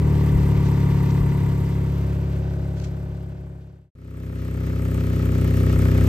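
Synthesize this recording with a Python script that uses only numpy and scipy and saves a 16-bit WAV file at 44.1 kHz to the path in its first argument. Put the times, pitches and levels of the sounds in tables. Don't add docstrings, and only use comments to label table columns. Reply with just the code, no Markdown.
import sys
import numpy as np
from scipy import signal
from scipy.fft import rfft, irfft, next_fast_len
from scipy.io import wavfile
from scipy.ndimage import uniform_filter1d

SR = 44100
rng = np.random.default_rng(int(sys.argv[2]) if len(sys.argv) > 2 else 0)


def master_out(mix):
    frames = np.transpose(np.atleast_2d(mix))
    ceiling = np.clip(frames, -1, 1)
    pcm = np.round(ceiling * 32767).astype(np.int16)
    wavfile.write(sys.argv[1], SR, pcm)


def undo_db(level):
    steps = np.asarray(level, float) / 20
    return 10 ** steps


N = 268304
TIME = np.arange(N) / SR

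# t/s, rate/firings per s
SPEED_BESIDE = [(0, 36.772), (.3, 36.137), (.7, 34.931), (1.2, 34.723), (4.05, 34.162)]
SPEED_UNDER = [(3.8, 32.221), (4.9, 32.339), (5.3, 31.832), (6.1, 31.917)]
# level/dB, change by the end of the walk/dB, change with revs/dB per firing/s above idle
LAYERS_BESIDE = dict(drone=(-17.5, 0.33, 0.35), growl=(-32, -0.58, 0.95), rasp=(-13, 4.7, -0.47),
                 roar=(-42, -0.57, -0.2), hiss=(.1, -0.88, 0.22))
LAYERS_UNDER = dict(drone=(-12, 0, -1.9), growl=(-22, 0, 0.26), rasp=(-10.5, 0, -0.24), roar=(-37, 0, 1),
                hiss=(.1, 0, 0.45))
STRONG_BESIDE = {2: (-10.5, 5.9, 2.6), 3: (-6, .1, .1), 4: (-3.23, -3, -0.27), 5: (-7.5, -2, -1.45)}
STRONG_UNDER = {2: (-5.5, 0, 5), 3: (-3.5, 0, .1), 4: (-9.5, 0, 5.6), 5: (-8.5, 0, 3.3)}
# order/multiple of firing rate, level/dB
WHOLES_BESIDE = [(1, -23), (6, -23), (7, -17), (8, -16), (9, -22), (10, -27), (11, -19), (12, -28),
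                 (13, -25), (14, -30), (16, -36), (17, -42), (18, -38), (19, -44)]
WHOLES_UNDER = [(1, -27), (6, -18), (7, -14), (8, -10), (9, -21), (11, -20), (13, -19), (14, -34),
                (15, -33), (16, -24), (17, -25), (19, -40), (20, -32), (21, -38)]
# order/multiple of firing rate, level/dB
HALVES_BESIDE = [(.5, -42), (1.5, -20), (2.5, -17), (4.5, -26), (7.5, -34), (10.5, -22), (12.5, -33),
                 (20.5, -48)]
HALVES_UNDER = [(.5, -40), (2.5, -22), (6, -31), (8.5, -22), (12.5, -25), (16.5, -33), (17.5, -40),
                (20.5, -40)]
# order/multiple of firing rate, change/dB
TURNING = [(4.5, -1), (6.5, -8), (8.5, 0), (11, 3), (12.5, -4), (16, 10), (18, 15), (21, 6)]
PATHS_BESIDE = [(.214, -1, .1), (.635, -1, .1), (.8, -.96, .1), (.838, .71, .1)]
PATHS_UNDER = [(0, -1.6, .16), (.365, -1.0, .04)]
# f/Hz, level/dB, change by the walk/dB, t60/s, side share/ratio, delay/periods
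SHELL_BESIDE = [(943, -1.5, -11.5, 0.084, 0.13, .75), (1150, -6, -18, 0.053, 0.24, 0.93),
                (2000, -5, -21.5, 0.032, 0.39, 0.8), (1537, -22.5, 18.5, 0.031, .6, 0.9),
                (847, -11.5, -11, 0.023, 0.35, 1), (1407, -17, -8, 0.042, .4, 0.91),
                (1788, -20, -10, 0.067, .4, .85), (765, -19, 22, 0.046, .3, .8)]
SHELL_UNDER = [(1270, 1, 0, .04, .7, .28), (1862, -6, 0, .03, 1.5, .22), (2146, -7, 0, .03, .7, .22),
               (2600, -1, 0, .005, .6, .22), (1600, 0, 0, .006, .5, .24), (930, -6, 0, .02, .6, .28),
               (1627, -7, 0, .035, 1.5, .25), (1390, -7, 0, .03, .7, .27)]
# f/Hz, level/dB
MID_BESIDE = [(350, -36), (600, -11.5), (940, -2.5), (1340, -13), (2010, -13.5), (3500, -21.5), (8300, -28),
              (11500, -33), (15500, -26)]
MID_BEHIND = [(350, -19), (600, -4), (690, -10.5), (1510, -18), (3000, -23), (6580, -29.5), (11300, -38),
              (15500, -34)]
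SIDE_BESIDE = [(120, -29), (200, -11.5), (380, -2.5), (690, -11), (940, -11), (2290, -22), (7100, -32),
               (11200, -36), (15500, -29)]
MID_UNDER = [(350, -32), (600, -24), (780, -9), (1000, -11.5), (1250, -6), (1500, -11.5), (2200, -11),
             (3300, -14), (8400, -19.5), (11800, -24.5), (15500, -15.5)]
SIDE_UNDER = [(120, -18), (200, -2), (360, -3.5), (1070, -15.5), (1450, -13), (1700, -10), (2330, -19),
              (7350, -26), (11800, -28.5), (15500, -20.5)]
# t/s, position/0 facing the flank to 1 behind the bumper
WALK = [
    (1.4, 0.058),
    (1.9, 0.34),
    (2.5, 0.92),
    (3.0, 0.92),
]
# t/s, level/dB
NEARNESS = [(0, -2), (.1, -0.2), (.6, 0.1), (1.1, -0.06), (1.6, -0.6), (2.0, -0.5), (2.4, 0.2), (3.2, -0.1),
            (3.9, 0.5)]
# t/s, peak level/dB, length/s
SCUFFS = [
    (0.644, -51, 0.05),
    (1.101, -48, 0.013),
    (2.064, -54, 0.006),
    (2.535, -52, 0.006),
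    (2.764, -48.5, 0.037),
    (2.799, -41, 0.0044),
    (2.812, -46, 0.017),
    (2.832, -46.5, 0.026),
    (2.839, -42.5, 0.011),
    (2.85, -49.5, .04),
]
# t/s, peak level/dB, f/Hz
THUDS = [
    (.37, -31, 60),
    (0.581, -20, 92),
    (1.198, -11, 60.4),
    (1.29, -33, 64.6),
    (1.602, -21, 95),
    (1.851, -25, 64.6),
]
# f/Hz, level/dB per bin
DROPPED_MID = [(3000, -120), (8600, -99), (9300, -86.5), (9700, -70), (10450, -56), (10900, -88.5),
               (11400, -99), (13000, -102), (14300, -99), (15300, -89), (15800, -51)]
DROPPED_SIDE = [(3000, -120), (6500, -100), (7300, -94), (8200, -102), (12200, -100), (12700, -79),
                (13100, -60), (14000, -58), (14500, -86), (15300, -89.5), (15800, -53)]


def engine(speed, fired, idle, layers, strong, orders, paths, shell, colours,
           roar, hiss, crack_db, rebound, side_db, bunch, ports):
    turns = firings(speed, fired)
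    above = in_time(speed)[0] - idle
    walk = np.clip(in_time(WALK)[0], 0, 1)
    level = {name: db + walk_db * walk + rev_db * above for name, (db, walk_db, rev_db) in layers.items()}
    order_db = {k: db + walk_db * np.minimum(2.1 * walk, 1) + rev_db * above
                for k, (db, walk_db, rev_db) in strong.items()}
    note, growl = drone(turns, orders, paths, order_db, walk, level["growl"], level["rasp"], bunch)
    blow = gas(turns, walk, colours, roar, hiss, level["hiss"], side_db, ports)
    leak = undo_db(crack_db) * crack(turns, shell, walk, rebound)
    shake = rumble(level["drone"], walk) * [[1], [.3]]
    return undo_db(level["drone"]) * note + growl + undo_db(level["roar"]) * (blow + leak) + shake


def firings(speed, fired):
    return fired + np.cumsum(np.interp(TIME, *np.transpose(speed), left=0, right=0)) / SR


def order_rows(wholes, halves, turning):
    rows = []
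    for k in np.arange(1, 43) / 2:
        db = np.interp(k, *np.transpose(halves if k % 1 else wholes))
        rows.append((k, db, turning * np.interp(k, *np.transpose(TURNING))))
    return rows


def drone(turns, orders, paths, order_db, walk, growl_db, rasp_db, bunch):
    note, growl, rasp, side = np.zeros((4, N))
    on = np.diff(turns, prepend=turns[0]) > 0
    shakes = drift(10.5, count=9)[:, on]
    for i, (k, db, change_db) in enumerate(orders):
        whole = k % 1 == 0
        lag = np.angle(sum(g * np.exp(-k * (dull + 2j * np.pi * late)) for late, g, dull in paths))
        if not whole or k > 9:
            late, scatter = bunch if k > 12.8 and whole else (0, np.pi)
            lag = scatter * rng.uniform(-1.1, 1) - 2 * np.pi * k * late
        uneven = 1 if whole else 2.5
        swell, wobble = shakes[i % 9], shakes[(i * 4 + 3) % 9]
        gain = undo_db(db + change_db * walk[on] + .22 * uneven * np.sqrt(k) * swell)
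        angle = 2 * np.pi * k * turns[on] + lag + .014 * uneven * k * wobble
        if k in order_db:
            note[on] += undo_db(order_db[k][on] + 3.0 + 0.5 * swell) * np.cos(angle)
        elif k < 5.6:
            note[on] += gain * undo_db(-7.0) * np.cos(angle)
        else:
            layer = growl if k < 12.8 else rasp
            layer[on] += gain * np.cos(angle)
            side[on] += gain * np.sqrt(k) * np.cos(angle + 1.26 + rng.uniform(-0.6, 0.84))
    growl, rasp, side = [x / np.sqrt(uniform_filter1d(x ** 2, size=16001) + 1e-9) for x in (growl, rasp, side)]
    note_side = (0.08 - 0.026 * np.sin(np.pi * walk)) * note
    upper = np.array([growl + undo_db(rasp_db + 2.0) * rasp, undo_db(-10.5) * side])
    return np.array([note, note_side]), undo_db(growl_db) * upper


def crack(turns, shell, walk, rebound):
    mid, side = np.zeros(N), np.zeros(N)
    early = .006 * rng.standard_normal(200)[(turns + .45).astype(int)]
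    for hz, db, change_db, t60, share, late in shell:
        fired = np.diff(np.floor(turns - late + early), prepend=np.inf) > 0
        clicks = fired * undo_db(db + change_db * walk + 1.0 * rng.standard_normal(N))
        clicks[150:] += rebound * clicks[:-150]
        rung = ring(clicks, hz, t60)
        mid += rung
        side += share * rung
    return np.array([mid, side])


def gas(turns, walk, colours, roar, hiss, hiss_db, side_db, ports):
    white, flicker = rng.standard_normal((2, N)), drift(17.0, count=3)
    turned = np.imag(signal.hilbert(white[0], next_fast_len(N)))[:N]
    white[1] = ports * turned + np.sqrt(max(1 - ports ** 2, 0)) * white[1]
    hiss_puff = puff(turns, *hiss)
    low = band(white, 140, 2370) * puff(turns, *roar) * undo_db(.5 * flicker[0])
    middle = band(white, 2440, 7900) * hiss_puff ** 0.34 * undo_db(hiss_db + 1.0 * flicker[1])
    high = band(white, 6860, 14000) * hiss_puff * undo_db(hiss_db + 0.99 * flicker[2])
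    mid, side = low + middle + high
    first, last, wide = [rms_one(colour(x, c)) for x, c in zip((mid, mid, side), colours)]
    return np.array([first + walk * (last - first), undo_db(side_db) * wide])


def puff(turns, start, rise, fall, depth):
    part, count = np.modf(turns - start + 1)
    strength = undo_db(1.2 * rng.standard_normal(200))[count.astype(int)]
    return 1 + depth * strength * (1 - np.exp(-part * rise)) * np.exp(-part * fall)


def steps():
    grit, thud = np.zeros(N), np.zeros(N)
    for s, db, length in SCUFFS:
        half = length / 2
        grit += undo_db(db) * np.exp(-((TIME - s - half) / half) ** 2)
    grains = rng.standard_normal((2, N)) * undo_db(2.5 * np.minimum(rng.exponential(1, (2, N)), 4))
    for s, db, hz in THUDS:
        thud += ring(undo_db(db) * (np.arange(N) == round(s * SR)), hz, .2)
    return grit * rms_one(band(grains, 1200, 6800)) + band(thud, 35, 190) * [[1], [.15]]


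def rumble(drone_db, walk):
    under = rms_one(band(rng.standard_normal(N), 30, 220)) * undo_db(drone_db - 23 + 3 * drift(3)[0])
    shaking_db = drone_db - 16.5 - 6.3 * walk + 4.3 * drift(8.8)[0]
    return under + rms_one(band(rng.standard_normal(N), 29, 119)) * undo_db(shaking_db)


def thin(x, dropped):
    hz, _, frames = signal.stft(x[101:], SR, "cosine", nperseg=2048, noverlap=1024)
    power = np.abs(frames[:1024].reshape(64, 16, -1)) ** 2
    level_db = 10 * np.log10(np.mean(power, axis=1) + 1e-20)
    limit_db = np.interp(hz[8:1024:16], *np.transpose(dropped))[:, None]
    limit_db = limit_db + 5.0 * rng.standard_normal(level_db.shape)
    limit_db[:38] += uniform_filter1d(level_db[12:24].mean(axis=0), size=9) + 86.5
    frames[:1024] *= np.repeat(level_db > limit_db, 16, axis=0)
    back = signal.istft(frames, SR, "cosine", nperseg=2048, noverlap=1024)[1]
    return np.concatenate([x[:101], back])[:N]


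def rms_one(x):
    return x / np.sqrt(np.mean(x ** 2) + 1e-20)


def in_time(rows):
    s, *columns = np.transpose(rows)
    return [np.interp(TIME, s, c) for c in columns]


def drift(rate, count=1):
    r = np.exp(-128 * np.pi * rate / SR)
    noise = rng.standard_normal((count, N // 64 + 2001))
    slow = signal.lfilter([1], [1, -2 * r, r * r], noise)[:, 2000:]
    slow = slow / slow.std(axis=1, keepdims=True)
    return uniform_filter1d(np.repeat(slow, 64, axis=1)[:, :N], size=64)


def colour(x, points):
    size = next_fast_len(N)
    hz, db = np.transpose(points)
    bins_hz = np.arange(size // 2 + 1) * SR / size
    gain = undo_db(np.interp(np.log(bins_hz + 1), np.log(hz), db))
    return irfft(rfft(x, size) * gain, size)[:N]


def band(x, low_hz, high_hz):
    return signal.sosfilt(signal.butter(3, [low_hz, high_hz], "band", fs=SR, output="sos"), x)


def ring(clicks, hz, t60):
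    r, w = undo_db(-60 / (t60 * SR)), 2 * np.pi * hz / SR
    return signal.lfilter([0, np.sin(w)], [1, -2 * r * np.cos(w), r * r], clicks + 1e-18)


def scene():
    beside = engine(SPEED_BESIDE, 8.049, 34.7, LAYERS_BESIDE, STRONG_BESIDE,
                    order_rows(WHOLES_BESIDE, HALVES_BESIDE, 0.92), PATHS_BESIDE, SHELL_BESIDE,
                    (MID_BESIDE, MID_BEHIND, SIDE_BESIDE),
                    roar=(0.74, 23.0, 6.8, 0.37), hiss=(0.52, 14, 1.7, 1.5), crack_db=6.5,
                    rebound=0.46, side_db=2.0, bunch=(.8, 3.1), ports=0.88)
    under = engine(SPEED_UNDER, 3.225, 31.9, LAYERS_UNDER, STRONG_UNDER,
                   order_rows(WHOLES_UNDER, HALVES_UNDER, 0), PATHS_UNDER, SHELL_UNDER,
                   (MID_UNDER, MID_UNDER, SIDE_UNDER),
                   roar=(0.21, 22.3, 3.3, 1.69), hiss=(0.094, 14.6, 8.2, 3.7), crack_db=5.5,
                   rebound=0.16, side_db=4.5, bunch=(.445, .6), ports=-0.62)
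    going = np.clip((3.906 - TIME) / 2.9, 0, 1)
    coming = np.clip((TIME - 3.893) / 3.18, 0, 1) * (TIME > 3.9515)
    walked = beside * undo_db(in_time(NEARNESS)[0]) + steps()
    mid, side = walked * going + under * coming
    return np.array([mid + side, mid - side])


def low_pass(x):
    return signal.sosfilt(signal.butter(12, 15850, fs=SR, output="sos"), x)


def record(dry):
    left, right = dry
    mid = thin((left + right) / 2, DROPPED_MID)
    side = thin((left - right) / 2, DROPPED_SIDE)
    return low_pass(np.array([mid + side, mid - side]))


dry = scene()
out = record(dry)
master_out(out)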